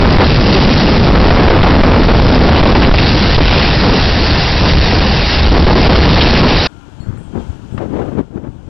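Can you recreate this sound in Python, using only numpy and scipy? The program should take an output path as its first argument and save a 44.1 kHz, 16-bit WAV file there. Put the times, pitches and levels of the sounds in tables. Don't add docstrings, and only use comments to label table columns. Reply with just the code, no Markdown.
import sys
import numpy as np
from scipy import signal
from scipy.fft import rfft, irfft, next_fast_len
from scipy.io import wavfile
from scipy.ndimage import uniform_filter1d, map_coordinates

SR = 44100
rng = np.random.default_rng(int(sys.argv[2]) if len(sys.argv) > 2 else 0)


def dump_mix(stems):
    frames = np.atleast_2d(stems).T
    limited = np.clip(frames, -1, 1)
    pcm = np.round(limited * 32767).astype(np.int16)
    wavfile.write(sys.argv[1], SR, pcm)


N = 383229
TIME = np.arange(N) / SR
CUT_S = 6.673
HALLWAY_TOP_HZ, TOP_HZ = 6200, 15000

# frequency in Hz, level in dB.
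SHEET = [(4320, 2), (7480, -3), (9950, -6)]
# frequency in Hz, level in dB.
ROD = [(7570, 2), (8140, 0), (8450, -2), (9400, -4), (10530, -13)]


def amp(db):
    return 10 ** (np.asarray(db) / 20)


def unit(x):
    return x / np.sqrt(np.mean(x ** 2) + 1e-20)


def gain(points, hz):
    point_hz, point_db = np.transpose(points)
    return amp(np.interp(np.log(hz + 1), np.log(point_hz + 1), point_db))


def curves(rows):
    s, *columns = np.transpose(rows)
    return [np.interp(TIME, s, column) for column in columns]


def wobble(rate):
    knots = rng.standard_normal(int(N * rate / SR) + 4)
    return map_coordinates(knots, [TIME * rate])


def filtered(x, response):
    size = next_fast_len(N + SR // 4)
    spectrum = rfft(x, size) * response(np.fft.rfftfreq(size, 1 / SR))
    return irfft(spectrum, size)[..., :N]


def below(x, top_hz):
    return filtered(x, lambda hz: 1 / np.sqrt(1 + (hz / top_hz) ** 120))


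def hiss(spectrum, top_hz):
    coloured = filtered(rng.standard_normal(N), lambda hz: gain(spectrum, hz))
    return unit(below(coloured, top_hz))


def band(hz, width):
    return unit(filtered(rng.standard_normal(N), lambda f: 1 / (1 + (2 * (f - hz) / width) ** 2)))


def patchy(x, depth_db):
    z = signal.stft(x, nperseg=512)[2]
    across_hz = uniform_filter1d(rng.standard_normal(z.shape), size=3, axis=0)
    field = uniform_filter1d(across_hz, size=7, axis=1)
    return unit(signal.istft(z * amp(depth_db * unit(field)), nperseg=512)[1][:N])


def swell(s, length, rise_share=0.43, flat_top=2.3):
    half_width = length * np.where(TIME < s, rise_share, 1 - rise_share)
    away = np.abs(TIME - s) / half_width
    return .5 ** np.minimum(away ** flat_top, 20)


def since(s):
    return np.maximum(TIME - s, 0)


def turbulence(eddy_hz, colour, fall, low_hz, size=1024):
    overlap = size * 3 // 4
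    hz, t, z = signal.stft(rng.standard_normal(N), SR, nperseg=size, noverlap=overlap)
    ratio = hz[:, None] / np.interp(t, TIME, eddy_hz)
    shape = 1 / np.sqrt(1 + ratio ** (2 * fall))
    shaped = z * shape / np.linalg.norm(shape, axis=0)
    pressure = signal.istft(shaped, SR, nperseg=size, noverlap=overlap)[1][:N]
    return unit(filtered(pressure, lambda f: gain(colour, f) * f ** 2 / (f ** 2 + low_hz ** 2)))


def gusting(steady_db, steady_hz, gusts):
    level_db, eddy_hz = steady_db, steady_hz
    for s, length, rise_db, hz in gusts:
        bell = swell(s, length)
        level_db = level_db + rise_db * bell
        eddy_hz = eddy_hz + (hz - eddy_hz) * bell
    return level_db, eddy_hz


def scrapes(rows, width_share=.55, rasp_db=3.5):
    rasp = amp(rasp_db * wobble(250))
    return rasp * sum(amp(db) * swell(s, length) * band(hz, width_share * hz) for s, length, db, hz in rows)


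def whines():
    # peak in seconds, length in seconds, frequency in Hz, width in Hz, level in dB before the rush's.
    whine_rows = [(6.95, .9, 290, 45, -44), (6.72, .25, 1396, 45, -50), (7.15, .6, 3192, 24, -60)]
    return sum(amp(db) * swell(s, length) * band(hz, width) for s, length, hz, width, db in whine_rows)


def distant_rush(night_db=-45):
    # frequency in Hz, relative level in dB per Hz.
    night_spectrum = [(150, -18), (290, -14), (400, -6), (900, 7), (1200, -3.5), (1420, 3), (1900, -9.5),
                      (3200, -6), (3800, -12), (5400, -15.5), (7200, -15), (9500, -25), (13000, -37)]
    # time in seconds, level change in dB.
    rush_course = [(6.7, 1.5), (7.3, 0.5), (7.42, 6.5), (7.6, 2), (8.1, 2.5), (8.28, -5), (8.6, -3.5)]
    rush_db, = curves(rush_course)
    night = amp(night_db) * patchy(hiss(night_spectrum, TOP_HZ), depth_db=1.0)
    return amp(rush_db) * (night + whines())


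def rustles():
    # peak in seconds, length in seconds, peak level in dB before the rasp, frequency in Hz.
    rustle_rows = [(7.1, 0.18, -44, 1400), (7.403, .025, -44, 3000), (8.45, .05, -48, 1250)]
    return scrapes(rustle_rows)


def clinks(t60=0.33, jitter_hz=28):
    # start in seconds, mean level in dB, modes of the piece.
    clink_rows = [(7.0, -48, SHEET), (7.17, -50, ROD), (7.225, -55, ROD), (7.72, -56, ROD)]
    out, t = np.zeros(N), np.arange(SR // 2) / SR
    for s, db, modes in clink_rows:
        for hz, level in modes:
            phase = 2 * np.pi * np.cumsum(hz + jitter_hz * wobble(200)[:len(t)]) / SR
            strength_db = db + level + rng.normal(0, 1.8)
            ring = amp(strength_db - 60 * t / t60) * np.sin(phase)
            out[round(s * SR):][:len(t)] += ring * (1 - np.exp(-t / .004))
    return out


def knock(start_s=7.776, level_db=-16, t60=0.06):
    # frequency in Hz, relative level in dB per Hz.
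    knock_spectrum = [(300, -6), (1400, -6), (3000, -21), (6000, -37), (12000, -66)]
    age = since(start_s)
    soft_start = np.tanh(age / .002) ** 2
    decay = amp(level_db - 60 * np.minimum(age / t60, 2))
    return soft_start * decay * hiss(knock_spectrum, TOP_HZ)


def bumps():
    # peak in seconds, level in dB, frequency in Hz, length in seconds.
    bump_rows = [(7.007, -11, 110, 0.0051), (7.072, -9.5, 110, 0.0039), (7.089, -6.5, 100, 0.0057),
                 (7.107, -9, 160, 0.0034), (7.499, -9.5, 75, 0.02), (7.726, -11.5, 160, 0.003),
                 (7.75, -5, 150, 0.0057), (7.781, -14, 130, 0.013), (8.36, -6, 190, 0.0046),
                 (8.491, -11, 110, 0.0085)]
    return sum(amp(db) * swell(s, length) * np.cos(2 * np.pi * hz * (TIME - s))
               for s, db, hz, length in bump_rows)


def breeze(eddy_rate_hz=134):
    # time in seconds, buffeting level in dB.
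    breeze_course = [(6.72, -36.5), (6.98, -33.5), (7.02, -26.5), (7.68, -28), (8.22, -31), (8.26, -34),
                     (8.32, -29.5), (8.66, -28.5)]
    # peak in seconds, length in seconds, rise in dB, eddy rate in Hz.
    gust_rows = [(7.1, 0.096, 7, 114), (7.37, 0.076, 8, 254), (7.752, 0.048, 8.5, 170),
                 (7.817, 0.066, 9.5, 375), (7.99, 0.22, 12, 345), (8.126, 0.029, 4.5, 251),
                 (8.188, 0.071, 14, 272), (8.36, 0.06, 4, 270), (8.451, 0.068, 5.5, 239)]
    # frequency in Hz, gain in dB.
    port_colour = [(20, -4), (75, -2), (150, -2.5), (290, 2.5), (480, 3.5), (680, 3.5), (1500, 5.5),
                   (1850, 4), (3000, 5.5), (8000, 1), (13000, -12)]
    breeze_db, = curves(breeze_course)
    buffet_db, eddy_hz = gusting(breeze_db, eddy_rate_hz, gust_rows)
    lumps = amp(2.26 * wobble(110))
    return amp(buffet_db) * lumps * turbulence(eddy_hz, port_colour, fall=2.27, low_hz=22)


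def outdoors():
    return distant_rush() + rustles() + clinks() + knock() + bumps() + breeze()


def debris_hiss(debris_db):
    # frequency in Hz, relative level in dB per Hz.
    debris_spectrum = [(100, -6), (400, 6.5), (600, 3.5), (820, 6), (1200, -4), (1900, 2), (2300, -2),
                       (2750, 3), (3200, -3.5), (3800, 1.5), (4400, 2), (5000, 1), (5700, 3)]
    flicker_db = 0.21 * wobble(60) + 1.1 * wobble(7)
    return amp(debris_db + flicker_db) * patchy(hiss(debris_spectrum, HALLWAY_TOP_HZ), depth_db=2.0)


def flurries():
    # peak in seconds, length in seconds, peak level in dB.
    flurry_rows = [(2.573, 0.11, -11.5), (2.836, 0.044, -2.5), (3.55, 0.27, -10.5), (5.87, 0.26, -11.5),
                   (6.538, 0.15, -14)]
    # frequency in Hz, relative level in dB per Hz.
    flurry_spectrum = [(100, 4), (400, 6.5), (850, 4.5), (1300, -4.5), (2200, -1), (2800, 0.5), (4200, -7),
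                       (5500, -7)]
    envelope = sum(amp(db) * swell(s, length) for s, length, db in flurry_rows)
    return envelope * hiss(flurry_spectrum, HALLWAY_TOP_HZ)


def close_scrapes():
    # peak in seconds, length in seconds, peak level in dB before the rasp, frequency in Hz.
    scrape_rows = [(2.986, 0.027, -11, 2470), (3.085, 0.04, -10.5, 4500), (3.351, 0.032, -12, 3740),
                   (3.5, 0.17, -16, 2940), (6.217, 0.014, -0.5, 3140), (6.256, 0.052, -16.5, 2610),
                   (6.36, 0.028, -12.5, 2425)]
    return scrapes(scrape_rows)


def howl(peak_s=.67, peak_db=-4.5, rise_db_per_s=39.5, fall_db_per_s=18.5):
    # frequency in Hz, relative level in dB per Hz.
    duct_spectrum = [(60, -36.5), (130, -8), (165, -2.5), (215, -2), (300, -14), (700, -43.5)]
    howl_db = peak_db - np.maximum(rise_db_per_s * (peak_s - TIME), fall_db_per_s * (TIME - peak_s))
    return amp(howl_db) * hiss(duct_spectrum, HALLWAY_TOP_HZ)


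def flutter(waver_octaves=.45):
    # peak in seconds, length in seconds, peak level in dB, flaps per second before wavering.
    flutter_rows = [(3.449, 0.12, -2.5, 52.5), (5.552, .2, 4, 52), (5.957, 0.21, 1, 58)]
    drift = np.cumsum(2 ** (waver_octaves * wobble(70))) / SR
    return sum(amp(db) * swell(s, length) * np.sin(2 * np.pi * hz * drift)
               for s, length, db, hz in flutter_rows)


def shoves(push_db=27, burst_s=0.0042):
    # burst in seconds, hold before it in seconds, burst level in dB.
    shove_rows = [(0.185, 0.013, 15.5), (1.305, 0.01, 19.5), (1.501, .013, 16.5), (1.631, 0.011, 17.5),
                  (1.835, 0.018, 19), (2.628, .013, 10), (2.655, 0.009, 16.5), (2.749, .012, 9),
                  (2.913, 0.018, 10), (2.94, .014, 14.5), (3.38, 0.012, 4.5), (3.404, 0.012, 6),
                  (5.666, 0.011, 8), (5.893, .013, 4.5)]
    # frequency in Hz, relative level in dB per Hz.
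    burst_spectrum = [(100, 3.5), (600, 8.5), (1500, -7), (3000, -12), (5500, -29.5)]
    push, bursts = np.zeros(N), np.zeros(N)
    sides = rng.choice([-1, 1], len(shove_rows))
    for (s, hold, db), side in zip(shove_rows, sides):
        push += side * np.sqrt(np.clip(1 - (2 * (TIME - s) / hold + 1) ** 2, 0, 1))
        bursts += amp(db) * (TIME > s) * np.exp(-np.minimum(since(s) / burst_s, 20))
    return amp(push_db) * push + bursts * hiss(burst_spectrum, HALLWAY_TOP_HZ)


def buffeting(storm_db, heave_db=-7, heave_growth=0.39, fine_db=-.5):
    # peak in seconds, length in seconds, rise in dB, eddy rate in Hz.
    surge_rows = [(0.059, 0.081, 7.5, 256), (0.196, 0.072, 15.5, 334), (0.389, 0.021, 14, 146.7),
                  (1.012, 0.059, 5, 143), (1.4, 0.27, -2, 345), (2.929, 0.11, 2.5, 127.6),
                  (3.402, 0.048, 8, 167.7), (3.889, 0.16, 4.5, 304), (4.197, 0.055, 0, 282),
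                  (4.328, .08, 4.5, 168), (4.649, 0.06, 6, 371), (4.755, 0.1, 12, 113.2),
                  (4.947, 0.076, 2.5, 325), (6.432, 0.11, 6, 160), (6.508, 0.086, 2.5, 367)]
    # frequency in Hz, gain in dB.
    hall_colour = [(20, 0.5), (40, 3), (58, 1.5), (75, 3.5), (105, -0.5), (170, 0), (400, -1), (1000, 3),
                   (3000, -1)]
    # peak in seconds, length in seconds, change in dB.
    lull_row = (0.73, 0.015, -13)
    storm_hz = np.minimum(300 * 2 ** (storm_db / 7), 280)
    buffet_db, eddy_hz = gusting(storm_db, storm_hz, surge_rows)
    lull_s, lull_length, drop_db = lull_row
    lull_db = drop_db * swell(lull_s, lull_length)
    clumps = 2 ** (0.26 * wobble(45) + 0.25 * wobble(140))
    fine = turbulence(eddy_hz * clumps, hall_colour, fall=1.814, low_hz=15.8, size=512)
    eddies = amp(fine_db + 1.2 * wobble(25)) * fine
    slow = turbulence(np.full(N, 60), hall_colour, fall=2.5, low_hz=20.3)
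    heave = amp(heave_db + heave_growth * buffet_db) * slow
    return amp(buffet_db + lull_db) * (eddies + heave)


def tornado():
    # time in seconds, buffeting level in dB, debris level in dB.
    storm_course = [(0, -1, -16), (.3, -4.5, -12.5), (.6, -1, -11), (.85, -4, -12.5), (1.2, 6, -14.5),
                    (1.75, 5.5, -15), (2.05, 5, -13), (2.93, 1.5, -14.5), (2.99, -2.5, -9),
                    (3.1, -5.5, -11.5), (3.7, -6.5, -12), (4.15, -10.5, -12), (4.75, -10, -11),
                    (5.05, -6.5, -12), (5.33, -14, -12.5), (5.5, -0.5, -13.5), (6.3, -2, -8.5),
                    (6.64, -11.5, -12)]
    storm_db, debris_db = curves(storm_course)
    debris = debris_hiss(debris_db) + flurries() + close_scrapes()
    return debris + howl() + flutter() + shoves() + buffeting(storm_db)


def overloaded(pressure, rail=0.47, noise_db=-1.5, steady_db=-22.5):
    # frequency in Hz, relative level in dB per Hz.
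    noise_spectrum = [(100, 8), (700, 0.5), (2000, -0.5), (3500, -2.5), (5000, -4.5), (5400, 0)]
    # frequency in Hz, gain in dB.
    treble_rolloff = [(1000, 0), (5080, -1.55), (5250, -6), (5500, -11.5), (5690, -10), (5820, -25),
                      (6200, -37.5)]
    pinned = below(np.clip(pressure, -rail, rail), HALLWAY_TOP_HZ)
    slope = np.sqrt(np.abs(uniform_filter1d(np.gradient(pinned) ** 2, size=450)))
    noise_level = np.hypot(amp(noise_db) * slope, amp(steady_db))
    noise = noise_level * patchy(hiss(noise_spectrum, HALLWAY_TOP_HZ), depth_db=1.0)
    return below(filtered(pinned + noise, lambda hz: gain(treble_rolloff, hz)), HALLWAY_TOP_HZ)


def scene():
    inside = np.clip((CUT_S - TIME) / .002, 0, 1)
    hallway = inside * overloaded(tornado())
    left = hallway + (1 - inside) * outdoors()
    return np.array([left, hallway])


def record(dry):
    return below(dry, TOP_HZ)


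dry = scene()
out = record(dry)
dump_mix(out)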